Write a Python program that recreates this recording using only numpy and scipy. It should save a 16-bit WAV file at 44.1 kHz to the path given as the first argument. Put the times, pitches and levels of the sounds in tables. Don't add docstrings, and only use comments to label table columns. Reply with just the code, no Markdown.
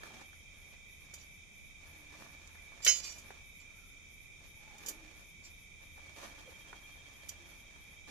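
import sys
import numpy as np
from scipy import signal
from scipy.fft import rfft, irfft
from scipy.io import wavfile

SR = 44100
rng = np.random.default_rng(int(sys.argv[2]) if len(sys.argv) > 2 else 0)


def output_pcm(signal):
    pcm = np.clip(np.atleast_2d(signal).T, -1, 1) * 32767
    wavfile.write(sys.argv[1], SR, np.round(pcm).astype(np.int16))


N = 357210
TIME_S = np.arange(N) / SR
FREQS_HZ = np.maximum(np.arange(N // 2 + 1) * SR / N, 1)

# f/Hz, correlation
EAR_CORRELATION = [(25, 0.14), (80, 0.61), (250, 0.67), (600, 0.27), (1400, 0.047), (3000, 0.000055),
                   (14000, 0.042)]
# f/Hz, relative density/dB
AIR_SPECTRUM = [(12, 0), (32, 3), (75, -4), (180, -10.5), (300, -18), (600, -21.5), (1000, -27),
                (1350, -25), (1800, -35), (4200, -38), (14000, -41)]
FAR_LOW_SPECTRUM = [(1850, -20), (2050, -14), (2170, -10.5), (2330, 1), (2620, -9), (2830, -44),
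                    (2970, -16.5), (3250, -11.5), (3400, -15), (3700, -12), (3870, -15.5), (4100, -36)]
FAR_HIGH_SPECTRUM = [(4150, -26), (4500, -6.5), (4900, -7.5), (5700, -0.5), (6900, 0.5), (7400, -5.5),
                     (8000, -20), (9000, -32)]
FAR_TOP_SPECTRUM = [(6500, -30), (8000, -3.5), (9000, 4.5), (10200, 1.5), (11500, -2.5), (13000, -3),
                    (14300, -7)]
RASP_SPECTRUM = [(8000, -39), (9500, -12.5), (10500, -3.5), (11300, -3.5), (12000, -3.5), (12700, -17),
                 (14500, -21)]
# f/Hz, level/dB, stroke rate/Hz
TRILLS = [(2033, -75.5, 26), (2250, -69, 37), (2304, -63.5, 38), (2366, -64.5, 38.5), (2398, -69.5, 40),
          (2490, -79.5, 47), (3546, -73, 39), (3740, -73.5, 56)]
# t/s, level/dB
CHIRP_LEVELS = [(0, -68.5), (.55, -73), (1.6, -79.5), (5.7, -78.5), (6.3, -68.5), (6.75, -63.5), (7.2, -68),
                (8.1, -71.5)]
# number of calls, period/s
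KATYDID_PACE = [(9, .3235), (3, .306), (4, .3515), (9, .33)]

# t/s, length/s, relative level/dB
SCUFFS = [(0.0, .07, -59.5), (.095, 0.12, -60), (.52, 0.23, -73), (1.0, 0.24, -72.5), (1.8, 0.56, -67),
          (2.12, .04, -59), (2.195, 0.03, -55), (2.39, 1, -67), (3.1, 0.19, -68.5), (3.6, 0.22, -77.5),
          (4.39, .08, -71), (4.6, 0.61, -67), (4.79, 0.12, -59), (5.41, 0.065, -76), (5.8, 0.028, -68),
          (5.95, 0.42, -67), (6.155, .11, -53.5), (6.3, 0.22, -64), (6.55, 0.99, -66.5),
          (7.55, 0.42, -71.5), (8.07, .03, -56)]
# t/s, relative level/dB
KNOCKS = [(0.033, -36.5), (0.057, -46), (0.105, -45), (0.195, -46), (0.215, -46), (0.331, -47),
          (1.135, -47), (2.553, -45.5), (2.804, -49), (3.305, -37.5), (5.977, -46.5), (6.729, -36.5),
          (7.76, -48)]
# f/Hz, relative density/dB
GRIT_SPECTRUM = [(100, -28), (200, -1.5), (400, 0.5), (800, 0), (1100, -4.5), (1600, 0), (2300, -5),
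                 (3500, -5.5), (4300, -8.5), (6500, -6.5), (8200, -14.5), (13000, -15.5), (15000, -24)]
PEBBLE_SPECTRUM = [(120, -4), (350, -6.5), (700, -0.5), (1100, -2), (1600, 0.5), (2200, -12), (4000, -22),
                   (9000, -27), (15000, -40)]
# t/s, f/Hz, level/dB, width/s
HOLLOWS = [(.08, 400, -69, 0.073), (.15, 760, -65.5, 0.088), (.17, 227.6, -66, 0.068),
           (2.05, 300, -74, 0.17), (3.82, 1353, -75, 0.16), (4.78, 840, -67.5, 0.2),
           (4.88, 420, -63, 0.065), (4.98, 320, -66, 0.12), (6.48, 505, -54, 0.015), (7.43, 340, -69, .04)]

# t/s, level/dB, t60/s, relative sparkle/dB
CLICKS = [(1.138, -44, 0.1, -10), (2.474, -49, .025, -18), (2.8473, -25, 0.089, -12),
          (2.967, -39, 0.069, -22), (3.183, -48, 0.11, -14), (4.781, -48, 0.036, -13),
          (4.861, -40, 0.13, -8), (4.884, -36, 0.083, -0.5), (7.2864, -43, 0.032, -6),
          (7.2905, -35.5, 0.047, -9)]
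# f/Hz, relative level/dB
CLICK_MODES = [(3060, -8), (3520, -11), (4500, -13), (4880, -9), (5850, -3), (6500, -4), (6950, 0),
               (7340, 0), (9400, -12), (12550, -12), (13150, -12)]
# f/Hz, relative density/dB
CLICK_SPECTRUM = [(400, -29), (1500, -22), (3500, -14), (4200, -11), (5000, -8), (5850, -1.5), (6200, -2),
                  (6700, -1), (7350, 2), (8000, -14), (10000, -10), (11500, -16), (13000, -33),
                  (14500, -32)]
SPARKLE_SPECTRUM = [(7000, -14), (8500, -6), (10000, -7), (11500, -7), (12600, 0), (13400, 0), (14500, -6)]
CRACK_SPECTRUM = [(100, -5.5), (330, -17.5), (520, 4.5), (950, -20), (1550, 4), (2900, 1.5), (4200, -1),
                  (5200, 2.5), (7000, -9), (9000, -9.5), (14000, -15)]
# f/Hz, relative level/dB, t60/s, left minus right/dB
HOOK_MODES = [(520, -41, .07, -4), (660, -47, .18, -3), (1150, -55, .2, -3), (1480, -38, .13, -3),
              (1952, -43, .25, 0), (2169, -28.5, .17, 1), (2432, -41, .28, 6), (2688, -37, .2, 0),
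              (2918, -33, .26, -12), (3066, -25.5, .2, -10), (3510, -39, .24, 0), (3976, -32, .2, 0),
              (4040, -32, .26, -2), (4500, -42, .25, 0), (4846, -33, .22, 1), (5262, -33, .18, -12),
              (5305, -25, .2, -19), (5832, -27, .18, -12), (6408, -28, .2, -16), (6452, -17, .21, -22),
              (6971, -28, .3, -13), (7342, -34, .28, -12), (7930, -43, .18, 0), (8640, -35, .15, 2),
              (9340, -45, .18, 2), (10070, -43, .17, -12), (11800, -47, .2, 1), (12510, -49, .22, -3),
              (13200, -47, .17, -5), (13640, -49, .22, -4)]
# t/s, length/s, relative level/dB
RATTLES = [(1.18, 0.022, -54.5), (2.82, 0.038, -46), (2.868, 0.02, -27.5), (2.92, .08, -45.5),
           (3.025, .06, -43.5), (3.11, 0.03, -51.5), (3.595, 0.022, -63), (5.43, 0.035, -58)]
# f/Hz, relative gain/dB
RATTLE_DRIVE = [(500, -22), (2000, -15), (3000, -8), (4000, -11), (4850, 0), (5300, -8), (5850, 2),
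                (6450, -7), (7200, 2), (8200, -15), (13500, -17)]


def from_db(db):
    return 10 ** (np.asarray(db) / 20)


def unit_rms(x):
    return x / np.sqrt(np.mean(x ** 2) + 1e-20)


def at_hz(points, hz):
    points_hz, values = np.transpose(points)
    return np.interp(np.log(hz), np.log(points_hz), values)


def pan(side_db):
    return unit_rms(from_db(np.array([[side_db], [-side_db]]) / 2))


def drift(rate_hz):
    size = 8192
    hz = np.arange(size // 2 + 1) * SR / N
    slow = irfft(rfft(rng.standard_normal(size)) / (1 + (hz / rate_hz) ** 2))
    return np.interp(TIME_S, np.linspace(0, N / SR, size), unit_rms(slow))


def white():
    return rng.standard_normal((2, N))


def colour(pair, spectrum):
    alike = np.clip(at_hz(EAR_CORRELATION, FREQS_HZ), -1, 1)
    rolloff = 1 / (1 + (spectrum[0][0] / FREQS_HZ) ** 4) / (1 + (FREQS_HZ / spectrum[-1][0]) ** 4)
    mid, side = rfft(pair) * from_db(at_hz(spectrum, FREQS_HZ)) * rolloff
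    return unit_rms(irfft(np.sqrt(1 + alike) * mid + np.sqrt(1 - alike) * side * [[1], [-1]], N))


def grains(per_s, spread_db):
    hits = rng.random(N) < per_s / SR
    sizes = from_db(spread_db * np.minimum(rng.exponential(1, N), 3.5))
    return hits * sizes * white()


def burst(start_s, t60_s, rise_s):
    out, first = np.zeros(N), max(int(start_s * SR), 0)
    age_s = TIME_S[:min(int(2 * t60_s * SR), N - first)]
    out[first:first + len(age_s)] = -np.expm1(-age_s / rise_s) * from_db(-60 * age_s / t60_s)
    return out


def swells(rows, attack_s, release_s):
    power = np.zeros(N)
    for start_s, length_s, db in rows:
        span = slice(max(int(start_s * SR), 0), int((start_s + length_s + 8 * release_s) * SR))
        age_s = np.maximum(TIME_S[span] - start_s, 0)
        rise = -np.expm1(-age_s / attack_s)
        fall = np.exp(-np.maximum(age_s - length_s, 0) / release_s)
        power[span] += (from_db(db) * rise * fall) ** 2
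    return np.sqrt(power)


def scatter(x, t60_s, wet_db):
    age_s = TIME_S[:int(t60_s * SR)]
    tail = rng.standard_normal((2, len(age_s))) * from_db(-60 * age_s / t60_s)
    tail /= np.sqrt(np.sum(tail ** 2, axis=1, keepdims=True))
    return x + from_db(wet_db) * signal.fftconvolve(np.atleast_2d(x), tail, axes=1)[:, :N]


def night_bed():
    low = from_db(-61) * colour(white(), FAR_LOW_SPECTRUM) * pan(-1.4)
    high = from_db(-67.5) * colour(white(), FAR_HIGH_SPECTRUM) * pan(-4.5) * from_db(.48 * drift(19))
    top = from_db(-74) * colour(white(), FAR_TOP_SPECTRUM) * pan(3.7)
    air = from_db(-60.5) * colour(white(), AIR_SPECTRUM)
    return low + high + top + air


def far_hum(hz=80.7, level_db=-69.5):
    tone = np.sin(2 * np.pi * hz * TIME_S + .8 * drift(2.8))
    return from_db(level_db) * unit_rms(tone * from_db(2 * drift(3.3)))


def wing_song(hz, strokes, duty, sag, wander):
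    progress = np.minimum(strokes % 1 / duty, 1)
    pitch_hz = hz * (1 - sag * (progress - .5) + wander * drift(25.3))
    return np.sin(np.pi * progress) * np.sin(2 * np.pi * np.cumsum(pitch_hz) / SR)


def cricket_chorus():
    out = 0
    for hz, db, stroke_hz in TRILLS:
        strokes = np.cumsum(stroke_hz * (1 + .0143 * drift(1.98))) / SR + rng.random()
        song = wing_song(hz, strokes, duty=.6, sag=.035, wander=.007) * from_db(2.7 * drift(9.5))
        out += from_db(db) * unit_rms(scatter(song, t60_s=.22, wet_db=8))
    return out * pan(-4.5)


def near_cricket(hz=3228, first_s=.006, period_s=.07575):
    strokes = (TIME_S - first_s) / period_s
    song = wing_song(hz, strokes, duty=.7, sag=.004, wander=.0026)
    level_db = np.interp(TIME_S, *np.transpose(CHIRP_LEVELS))
    return from_db(level_db) * unit_rms(scatter(song, t60_s=.12, wet_db=-8)) * pan(-5.5)


def katydid(first_s=-.045, gap_s=.1, width_s=.041):
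    periods_s = [period_s for count, period_s in KATYDID_PACE for _ in range(count)]
    calls_s = first_s + np.cumsum([0] + periods_s)
    calls_db = -67 + .7 * rng.standard_normal(len(calls_s))
    nearest = np.searchsorted((calls_s[1:] + calls_s[:-1]) / 2, TIME_S)
    age_s = TIME_S - calls_s[nearest]
    strokes = np.exp(-(age_s / width_s) ** 2) + np.exp(-((age_s - gap_s) / width_s) ** 2)
    return from_db(calls_db[nearest]) * strokes * colour(white(), RASP_SPECTRUM) * pan(3.5)


def gravel(floor_db=-81.5, flutter_db=2):
    effort = from_db(floor_db) + swells(SCUFFS, attack_s=.0074, release_s=.036)
    grit = colour(grains(per_s=4000, spread_db=3), GRIT_SPECTRUM) * from_db(flutter_db * drift(30))
    crunch = from_db(-6.5) * colour(grains(per_s=170, spread_db=2), PEBBLE_SPECTRUM)
    impacts = sum(from_db(db + 3) * burst(start_s, t60_s=.015, rise_s=.0012) for start_s, db in KNOCKS)
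    knocks = impacts * colour(white(), PEBBLE_SPECTRUM)
    scuffs = scatter(effort * (grit + crunch), t60_s=.12, wet_db=-2.5)
    return (scuffs + scatter(knocks, t60_s=.098, wet_db=-5)) * pan(-2.6)


def hollow_shuffles(wander=.06):
    out = np.zeros(N)
    for peak_s, hz, db, width_s in HOLLOWS:
        pitch_hz = hz * (1 + wander * drift(45.15))
        tone = np.sin(2 * np.pi * np.cumsum(pitch_hz) / SR) * from_db(3 * drift(45))
        swell = np.exp(-((TIME_S - peak_s) / width_s) ** 2)
        out += from_db(db) * swell * unit_rms(tone)
    return scatter(out, t60_s=.12, wet_db=-8)


def hook_clicks():
    crack = colour(white(), CLICK_SPECTRUM)
    sparkle = colour(white(), SPARKLE_SPECTRUM)
    ring = sum(from_db(db) * np.sin(2 * np.pi * (hz * TIME_S + rng.random((2, 1))) + drift(19))
               for hz, db in CLICK_MODES)
    metal = from_db(-4) * crack + from_db(-2) * unit_rms(ring)
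    out = 0
    for start_s, db, t60_s, sparkle_db in CLICKS:
        envelope = from_db(db) * burst(start_s, t60_s, rise_s=.00089)
        out += envelope * (metal + from_db(sparkle_db) * sparkle)
    return scatter(out * pan(-5.5), t60_s=.13, wet_db=-10.5)


def hook_rattle(hiss_cutoff_hz=7600):
    ticks = grains(per_s=2700, spread_db=0)
    modes = 0
    for hz, _, t60_s, _ in HOOK_MODES:
        radius, angle = from_db(-60 / (t60_s * SR)), 2 * np.pi * hz / SR
        feedback = [1, -2 * radius * np.cos(angle), radius ** 2]
        mode = signal.lfilter([0, np.sin(angle)], feedback, ticks + 1e-18)
        modes += from_db(at_hz(RATTLE_DRIVE, hz)) * mode
    lowpass = signal.butter(4, hiss_cutoff_hz, fs=SR, output="sos")
    hiss = from_db(-9) * signal.sosfilt(lowpass, colour(ticks, CLICK_SPECTRUM))
    envelope = swells(RATTLES, attack_s=.0065, release_s=.025) * from_db(2 * drift(45))
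    return envelope * (unit_rms(modes) + hiss) * pan(-8)


def hook_ring(start_s, left_lag_s=.000055):
    ear_time_s = TIME_S - [[left_lag_s], [0]]
    out = 0
    for hz, db, t60_s, side_db in HOOK_MODES:
        tone = np.sin(2 * np.pi * (hz * ear_time_s + rng.random()) + .3 * drift(35))
        delay_s = .009 * min(hz / 6000, 1) ** 2
        envelope = from_db(db + 4) * burst(start_s + delay_s, t60_s, rise_s=.011)
        out += envelope * tone * pan(side_db)
    return out


def hook_clank(start_s=2.8635):
    rattle = hook_rattle()
    ring = hook_ring(start_s)
    crack = from_db(-21) * burst(start_s, t60_s=.074, rise_s=.00084) * colour(white(), CRACK_SPECTRUM)
    return ring + scatter(crack + rattle, t60_s=.22, wet_db=-16)


def scene():
    background = night_bed() + cricket_chorus() + near_cricket() + katydid() + far_hum()
    return background + gravel() + hollow_shuffles() + hook_clicks() + hook_clank()


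def record(dry):
    cutoff_hz = 14350
    return signal.sosfilt(signal.ellip(10, .2, 80, cutoff_hz, fs=SR, output="sos"), dry)


dry = scene()
out = record(dry)
output_pcm(out)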